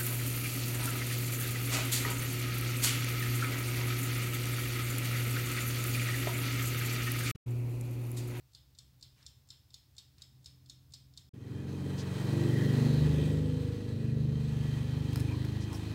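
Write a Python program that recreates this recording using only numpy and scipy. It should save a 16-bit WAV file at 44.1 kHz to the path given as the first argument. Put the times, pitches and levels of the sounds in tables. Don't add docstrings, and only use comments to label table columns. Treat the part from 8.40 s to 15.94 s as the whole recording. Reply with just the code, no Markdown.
import sys
import numpy as np
from scipy import signal
from scipy.fft import rfft, irfft, next_fast_len
from scipy.io import wavfile
from scipy.ndimage import uniform_filter1d

SR = 44100
rng = np.random.default_rng(int(sys.argv[2]) if len(sys.argv) > 2 else 0)


def waveform_to_disk(signal):
    frames = np.transpose(np.atleast_2d(signal))
    scaled = np.clip(frames, -1, 1) * 32767
    samples = np.round(scaled).astype(np.int16)
    wavfile.write(sys.argv[1], SR, samples)


N = 332514
T = np.arange(N) / SR
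PAUSE_FROM_S, PAUSE_TO_S = 2.892, 2.934


def undb(db):
    return np.exp(np.asarray(db) * np.log(10) / 20)


def unit(x):
    return x / np.sqrt(np.mean(np.abs(x) ** 2))


def steady(x, size=8820):
    return x / np.sqrt(uniform_filter1d(x ** 2, size))


def curves(table):
    times, *columns = np.transpose(table)
    return [np.interp(T, times, column) for column in columns]


def colour_db(points, hz):
    freqs, db = np.transpose(points)
    return np.interp(np.log(hz + 1), np.log(freqs), db)


def shape(x, gain):
    size = next_fast_len(len(x), True)
    freqs = np.arange(size // 2 + 1) * SR / size
    return irfft(rfft(x, size) * gain(freqs), size)[:len(x)]


def noise(points, size=N):
    return unit(shape(rng.standard_normal(size), lambda f: undb(colour_db(points, f))))


def band(x, lo_hz, hi_hz, order=4):
    edges_hz = [lo_hz, min(hi_hz, SR / 2 - 100)]
    return signal.sosfilt(signal.butter(order, edges_hz, "band", fs=SR, output="sos"), x)


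def walk(rate_hz):
    steps = np.repeat(rng.standard_normal(int(rate_hz * N / SR) + 2), 4)
    smooth = unit(uniform_filter1d(steps, size=5))
    return np.interp((T * rate_hz + rng.random()) * 4, np.arange(len(smooth)), smooth)


def decay(t, t60):
    return np.exp(-np.log(1000) * t / t60)


def rise(t, tau_s):
    return 1 - np.exp(-t / tau_s)


def add(out, start_s, x):
    i = int(start_s * SR)
    out[i:i + len(x)] += x[:N - i]


def room(x, wet_db, t60, size=24000):
    t = np.arange(size) / SR
    tail = rng.standard_normal(size) * decay(t, t60) * np.clip(t / 0.009, 0, 1)
    return x + undb(wet_db) * signal.oaconvolve(x, tail / np.linalg.norm(tail))[:N]


def kitchen():
    # freq_hz, level_db
    spectrum = [(25, -21), (64, 5), (122, 7.5), (200, -19.5), (290, -19), (470, -21.5), (800, -21.5),
                (2500, -33), (4500, -22), (6500, -42), (10000, -36), (14000, -24)]
    return undb(-69) * noise(spectrum)


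def idling(firing_hz=21.6, hum_hz=280):
    # order, level_db
    orders = [(3, -9.5), (4, -3), (6, 4), (7, -7.5), (8, -18), (9, -25)]
    # time_s, level_db
    drone_levels = [(0.0, -75.5), (0.6, -69), (1.0, -72), (1.45, -74.5), (2.0, -64), (2.88, -65)]
    drone_db, = curves(drone_levels)
    tilt_db = 0.11 * (drone_db - drone_db.min())
    turns = np.cumsum(firing_hz * (1 + 0.003 * walk(4.34))) / SR
    drone = np.zeros(N)
    for order, order_db in orders:
        gain = undb(drone_db + order_db + (order - 6) * tilt_db + 0.87 * walk(7.94))
        drone += gain * np.cos(2 * np.pi * (order * turns + rng.random()))
    hum_db = -75.5 + 2 * (drone_db - drone_db.max()) + 2 * walk(15)
    hum = undb(hum_db) * np.cos(2 * np.pi * (hum_hz * T + 0.15 * walk(7.4)))
    rumble = noise([(25, -33), (48, -18), (66, 3.5), (110, -5.5), (200, -15.5), (300, -18.5),
                    (450, -30), (2000, -70)])
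    return drone + hum + undb(-66 + 0.47 * (drone_db - drone_db.mean())) * rumble


def escapement(first_tock_s=0.149, period_s=0.4776, tick_lag_s=0.2376):
    # pallet, lead_s, level_db, treble_db
    contacts = [(0, 0.031, -27, 7), (0, .0158, -14, 7), (0, 0.00043, 0, 0), (1, .0372, -15.5, 0),
                (1, .008, -19, 1), (1, 0, 0.5, 1.5)]
    # time_s, gain_db
    nearness = [(0.3, -3.5), (0.8, 0.5), (1.4, 0), (2.8, -0.4)]
    for swing_s in np.arange(first_tock_s, PAUSE_FROM_S, period_s):
        for pallet, lead_s, level_db, treble_db in contacts:
            start_s = swing_s + pallet * tick_lag_s - lead_s
            beat_db = -46.5 + np.interp(start_s, *np.transpose(nearness)) - 0.15 * rng.standard_normal()
            yield start_s, pallet, beat_db + level_db, treble_db


def timer(size=16384):
    # chatter_t60_s, ring_db, body_db, room_db, panel_db
    pallets = [(0.054, 1, 0, -7, -16.5), (0.033, 1.5, -5, -9, -18)]
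    # pitch_hz, level_db, t60_s
    modes = [(3500, -27, 0.094), (3660, 1, 0.047), (4180, 2, 0.023), (4430, 1.5, 0.022), (5170, -12, 0.017),
             (5175, 1, 0.023), (6820, -4, 0.022), (7420, -0.5, 0.018), (8500, -13.5, 0.033),
             (10100, -12.5, 0.018)]
    # freq_hz, level_db
    chatter_spectrum = [(600, -23), (2000, -24.5), (2800, -16.5), (3500, -3.5), (5200, 3), (6100, -7),
                        (8200, -6), (9500, -20), (15000, -24)]
    # freq_hz, level_db
    panel_spectrum = [(900, -17), (2200, -12.5), (2750, -9.5), (3300, 1.5), (3900, -2.5), (4600, -26),
                      (6000, -21)]
    # freq_hz, level_db
    spring_spectrum = [(2800, -29), (3600, 0), (4300, -5), (4800, -9), (5250, 7), (5800, -18), (7500, -17),
                       (9000, -27)]
    tracks, t = np.zeros((2, N)), np.arange(size) / SR
    for start_s, pallet, level_db, treble_db in escapement():
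        chatter_t60_s, ring_db, body_db, _, panel_db = pallets[pallet]
        ring = np.zeros(size)
        for pitch_hz, mode_db, t60_s in modes:
            envelope = undb(mode_db + 2.9 * rng.standard_normal()) * decay(t, t60_s)
            detuned_hz = pitch_hz * (1 + 0.016 * rng.standard_normal())
            ring += envelope * np.sin(2 * np.pi * (detuned_hz * t + rng.random()))
        chatter = noise(chatter_spectrum, size) * decay(t, chatter_t60_s)
        click = (unit(chatter) + undb(ring_db) * unit(ring)) * rise(t, 0.00039)
        tone = [(2900, body_db), (3700, -1.7), (4350, 2), (5200, 0.26), (7000, treble_db)]
        click = shape(click, lambda f: undb(colour_db(tone, f)))
        click /= np.sqrt(np.mean(click[:SR // 250] ** 2))
        panel = undb(panel_db) * noise(panel_spectrum, size) * rise(t, 0.0056) * decay(t, 0.3)
        spring = undb(-21) * noise(spring_spectrum, size) * rise(t, 0.0066) * decay(t, 0.52)
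        add(tracks[pallet], start_s, undb(level_db) * (click + panel + spring))
    return sum(room(track, room_db, t60=0.33) for track, (*_, room_db, _) in zip(tracks, pallets))


def rubs():
    # start_s, length_s, centre_hz, width_octaves, level_db
    strokes = [(0.755, 0.13, 1930, 1.9, -69), (1.768, 0.1, 2400, 1.8, -70.5),
               (3.57, 0.066, 4550, 0.79, -49), (6.725, .14, 7000, 1.6, -66),
               (6.868, 0.1, 2430, 0.12, -54.5), (6.886, 0.12, 985, 0.16, -55),
               (7.198, 0.066, 4430, 0.87, -55), (7.304, 0.075, 905, 0.46, -52),
               (7.321, 0.072, 8000, 1.2, -59), (7.331, 0.042, 5370, 0.16, -54.5)]
    out = np.zeros(N)
    for start_s, length_s, centre_hz, width_octaves, level_db in strokes:
        size = int(length_s * SR)
        grains = rng.standard_normal(size) * undb(1.5 * rng.standard_normal(size))
        slide = shape(grains, lambda f: np.exp(-(np.log2((f + 1) / centre_hz) / width_octaves) ** 2))
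        envelope = np.sin(np.pi * np.linspace(0, 1, size) ** 0.82)
        add(out, start_s, undb(level_db) * unit(slide) * envelope)
    return out


def facing(coming_db, going_db, abreast_s=4.48, turn_s=0.093):
    return coming_db + (going_db - coming_db) * (1 + np.tanh((T - abreast_s) / turn_s)) / 2


def fading(order):
    # centre_s, order, half_length_s, depth_db
    fades = [(3.41, 5, 0.46, -20), (4.608, 4, 0.49, -24), (4.93, 5, 0.53, -10), (5.43, 6, 0.38, -35),
             (5.413, 5, 0.074, -18), (5.56, 3, 0.34, -16), (6.005, 4, 0.64, -31), (6.924, 6, 0.07, -23),
             (7.29, 6, 0.61, -17), (7.476, 5, 0.35, -24)]
    gain = np.ones(N)
    for centre_s, faded_order, half_length_s, depth_db in fades:
        if faded_order == order:
            t = T - centre_s
            gain *= np.hypot(t, undb(depth_db) * half_length_s) / np.hypot(t, half_length_s)
    return gain


def flare(x):
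    # centre_s, half_length_s, centre_hz, half_width_hz, gain_db
    flares = [(4.02, .2, 342, 9.5, 9.5), (4.08, .19, 302, 9.2, 11), (4.235, 0.098, 193, 15, 11),
              (4.442, 0.13, 230, 25, 13), (5.117, 0.12, 254.5, 10, 10), (5.267, 0.18, 473.4, 15.5, 16),
              (5.77, 0.27, 228.5, 11, 17), (6.0, .14, 468, 32, 7.5), (7.244, 0.24, 203.4, 5.9, 11),
              (4.225, 0.11, 1820, 210, 8), (4.613, 0.045, 4100, 300, 5), (4.803, 0.086, 3400, 390, 5.5)]
    out = x.copy()
    for centre_s, half_length_s, centre_hz, half_width_hz, gain_db in flares:
        near = np.abs(T - centre_s) < 2 * half_length_s
        lifted = shape(x[near], lambda f: np.exp(-((f - centre_hz) / half_width_hz) ** 2))
        window = np.exp(-((T[near] - centre_s) / half_length_s) ** 2)
        out[near] += (undb(gain_db) - 1) * window * lifted
    return out


def exhaust(cycles, exhaust_db, rasp_db):
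    # order, coming_db, going_db
    boom = [(3, -58, -34), (4, -33.5, -28.5), (5, -27, -26.5), (6, -31, -25.5)]
    # freq_hz, level_db
    spectrum = [(88, -44), (150, -15), (178, -5), (337, -11.5), (366, -26), (416, -18.5), (652, -36.5),
                (900, -49), (1170, -64), (1980, -120)]
    crank = undb(facing(-60.5, -50.5)) * np.cos(4 * np.pi * cycles)
    rumble = noise([(20, -26), (45, -14), (80, 7), (130, 8), (180, -22), (300, -12), (1000, -90)])
    out = undb(0.45 * exhaust_db) * (crank + undb(facing(-48.5, -44.5)) * rumble)
    for order, coming_db, going_db in boom:
        phase = -np.arctan((order - 4.8) / 5.1)
        level_db = exhaust_db + facing(coming_db, going_db) + 0.93 * walk(22.13)
        out += np.sqrt(2) * undb(level_db) * fading(order) * np.cos(2 * np.pi * order * cycles + phase)
    upper = np.zeros(N)
    for order in range(7, 29):
        gain = undb(colour_db(spectrum, 24.93 * order)) * (1 + 0.53 * walk(3.5))
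        upper += gain * np.cos(2 * np.pi * (order * cycles + 0.26 * walk(2.5)))
    upper = flare(unit(upper))
    gas = unit(noise(spectrum) * (0.5 + np.exp(-(cycles % 1) / 0.5)))
    bark = (160.6, 361, exhaust_db + facing(-33, -34), -10)
    rasp = (367.7, 643, rasp_db + facing(-40.5, -43), -3)
    for lo_hz, hi_hz, level_db, gas_db in (bark, rasp):
        blend = unit(band(upper, lo_hz, hi_hz)) + undb(gas_db) * unit(band(gas, lo_hz, hi_hz))
        out += undb(level_db) * steady(blend)
    return out


def machinery(cycles, level_db):
    # freq_hz, level_db
    spectrum = [(350, -25), (600, 14.5), (716, 4), (1470, -5), (1910, -10), (2160, -10), (2500, -9.5),
                (4090, -8.5), (5360, -20), (8180, -28.5), (15500, -34)]
    # centre_hz, width_hz, gain_db
    casing = [(850, 16, 3.5), (1604, 8.8, 8.5), (1725, 28, 9.5), (1920, 82, 11.5), (2482, 134, 6.5),
              (3142, 60, 9.5), (4070, 430, 4), (6320, 180, 4), (8120, 500, 5)]
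    impacts = rng.standard_normal(N) * undb(walk(700) + 0.58 * walk(25))
    throb = 1 + 0.045 * np.cos(2 * np.pi * cycles) + 0.027 * np.cos(4 * np.pi * cycles)
    drive = shape(impacts * throb, lambda f: undb(colour_db(spectrum, f)))
    panels = np.zeros(N)
    for centre_hz, width_hz, gain_db in casing:
        resonance = band(drive, centre_hz - width_hz / 2, centre_hz + width_hz / 2, order=1)
        panels += (undb(gain_db + 2 * walk(9)) - 1) * resonance
    radiated = flare(drive + panels)
    clatter = undb(facing(-48.5, -51.5)) * steady(band(radiated, 742, 2280))
    hiss = undb(facing(-52.5, -52)) * steady(band(radiated, 2400, 6020))
    sizzle = undb(facing(-56, -58)) * unit(band(radiated, 6420, 17900))
    return undb(level_db) * (clatter + hiss + sizzle)


def motorcycle():
    # time_s, firing_hz
    speed = [(2.94, 22.02), (3.34, 23.19), (3.76, 23.23), (4.0, 24.55), (4.3, 24.5), (5.15, 25.81),
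             (5.47, 25.04), (6.08, 24.97), (6.28, 24.51), (6.54, 25.13), (6.78, 24.74), (7.05, 25.72),
             (7.54, 26.63)]
    # time_s, exhaust_db, rasp_db, mechanical_db
    pass_levels = [(2.94, -23.5, -24, -22.5), (3.15, -12.5, -13, -13.5), (3.45, -7.5, -8.5, -8.5),
                   (3.78, -8.5, -8, -2.5), (3.96, -2.6, -1.5, -1.5), (4.45, 0.5, 0.2, 0.6),
                   (4.85, -3, 1.5, -1.5), (5.0, -3.6, 0, -6.5), (5.42, -8.5, -4.5, -8.5),
                   (5.8, -5, -6, -11.5), (6.28, -8, -10, -4.5), (6.5, -9, -10, -5.5),
                   (6.8, -6.5, -8.5, -4.5), (7.2, -9, -11.5, -5.5), (7.54, -11, -12.5, -4.5)]
    firing_hz, = curves(speed)
    cycles = np.cumsum(firing_hz * (T > PAUSE_TO_S)) / SR - 0.01
    exhaust_db, rasp_db, mechanical_db = curves(pass_levels)
    return exhaust(cycles, exhaust_db, rasp_db) + machinery(cycles, mechanical_db)


def crust(ping_hz=5280, t60_s=0.011, size=2048):
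    # start_s, relative_db
    cracks = [(3.581, -44), (6.7314, -32), (6.758, -20), (6.7744, -36), (6.7967, -31), (6.8027, -27.5),
              (7.0489, -33), (7.3297, -30)]
    out, t = np.zeros(N), np.arange(size) / SR
    ping = undb(-5.5) * np.sin(2 * np.pi * ping_hz * t)
    envelope = rise(t, 0.00049) * decay(t, t60_s)
    for start_s, relative_db in cracks:
        crack = noise([(500, -1), (2000, -0.5), (6000, -4), (11000, -3), (15000, -11)], size)
        add(out, start_s, undb(relative_db - 8.5) * (crack + ping) * envelope)
    return room(out, wet_db=-8, t60=0.25)


def scene(fade_in_s=0.006):
    hiss = undb(-76) * noise([(300, -2.5), (1500, -4), (5000, -2), (10000, -8), (15000, -7)])
    before = (kitchen() + idling() + timer() + hiss) * (T < PAUSE_FROM_S)
    after = (motorcycle() + crust() + hiss) * np.clip((T - PAUSE_TO_S) / fade_in_s, 0, 1)
    return (before + rubs() + after)[None]


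def record(dry, cutoff_hz=15700):
    return signal.sosfilt(signal.ellip(10, 0.1, 80, cutoff_hz, fs=SR, output="sos"), dry)


dry = scene()
out = record(dry)
waveform_to_disk(out)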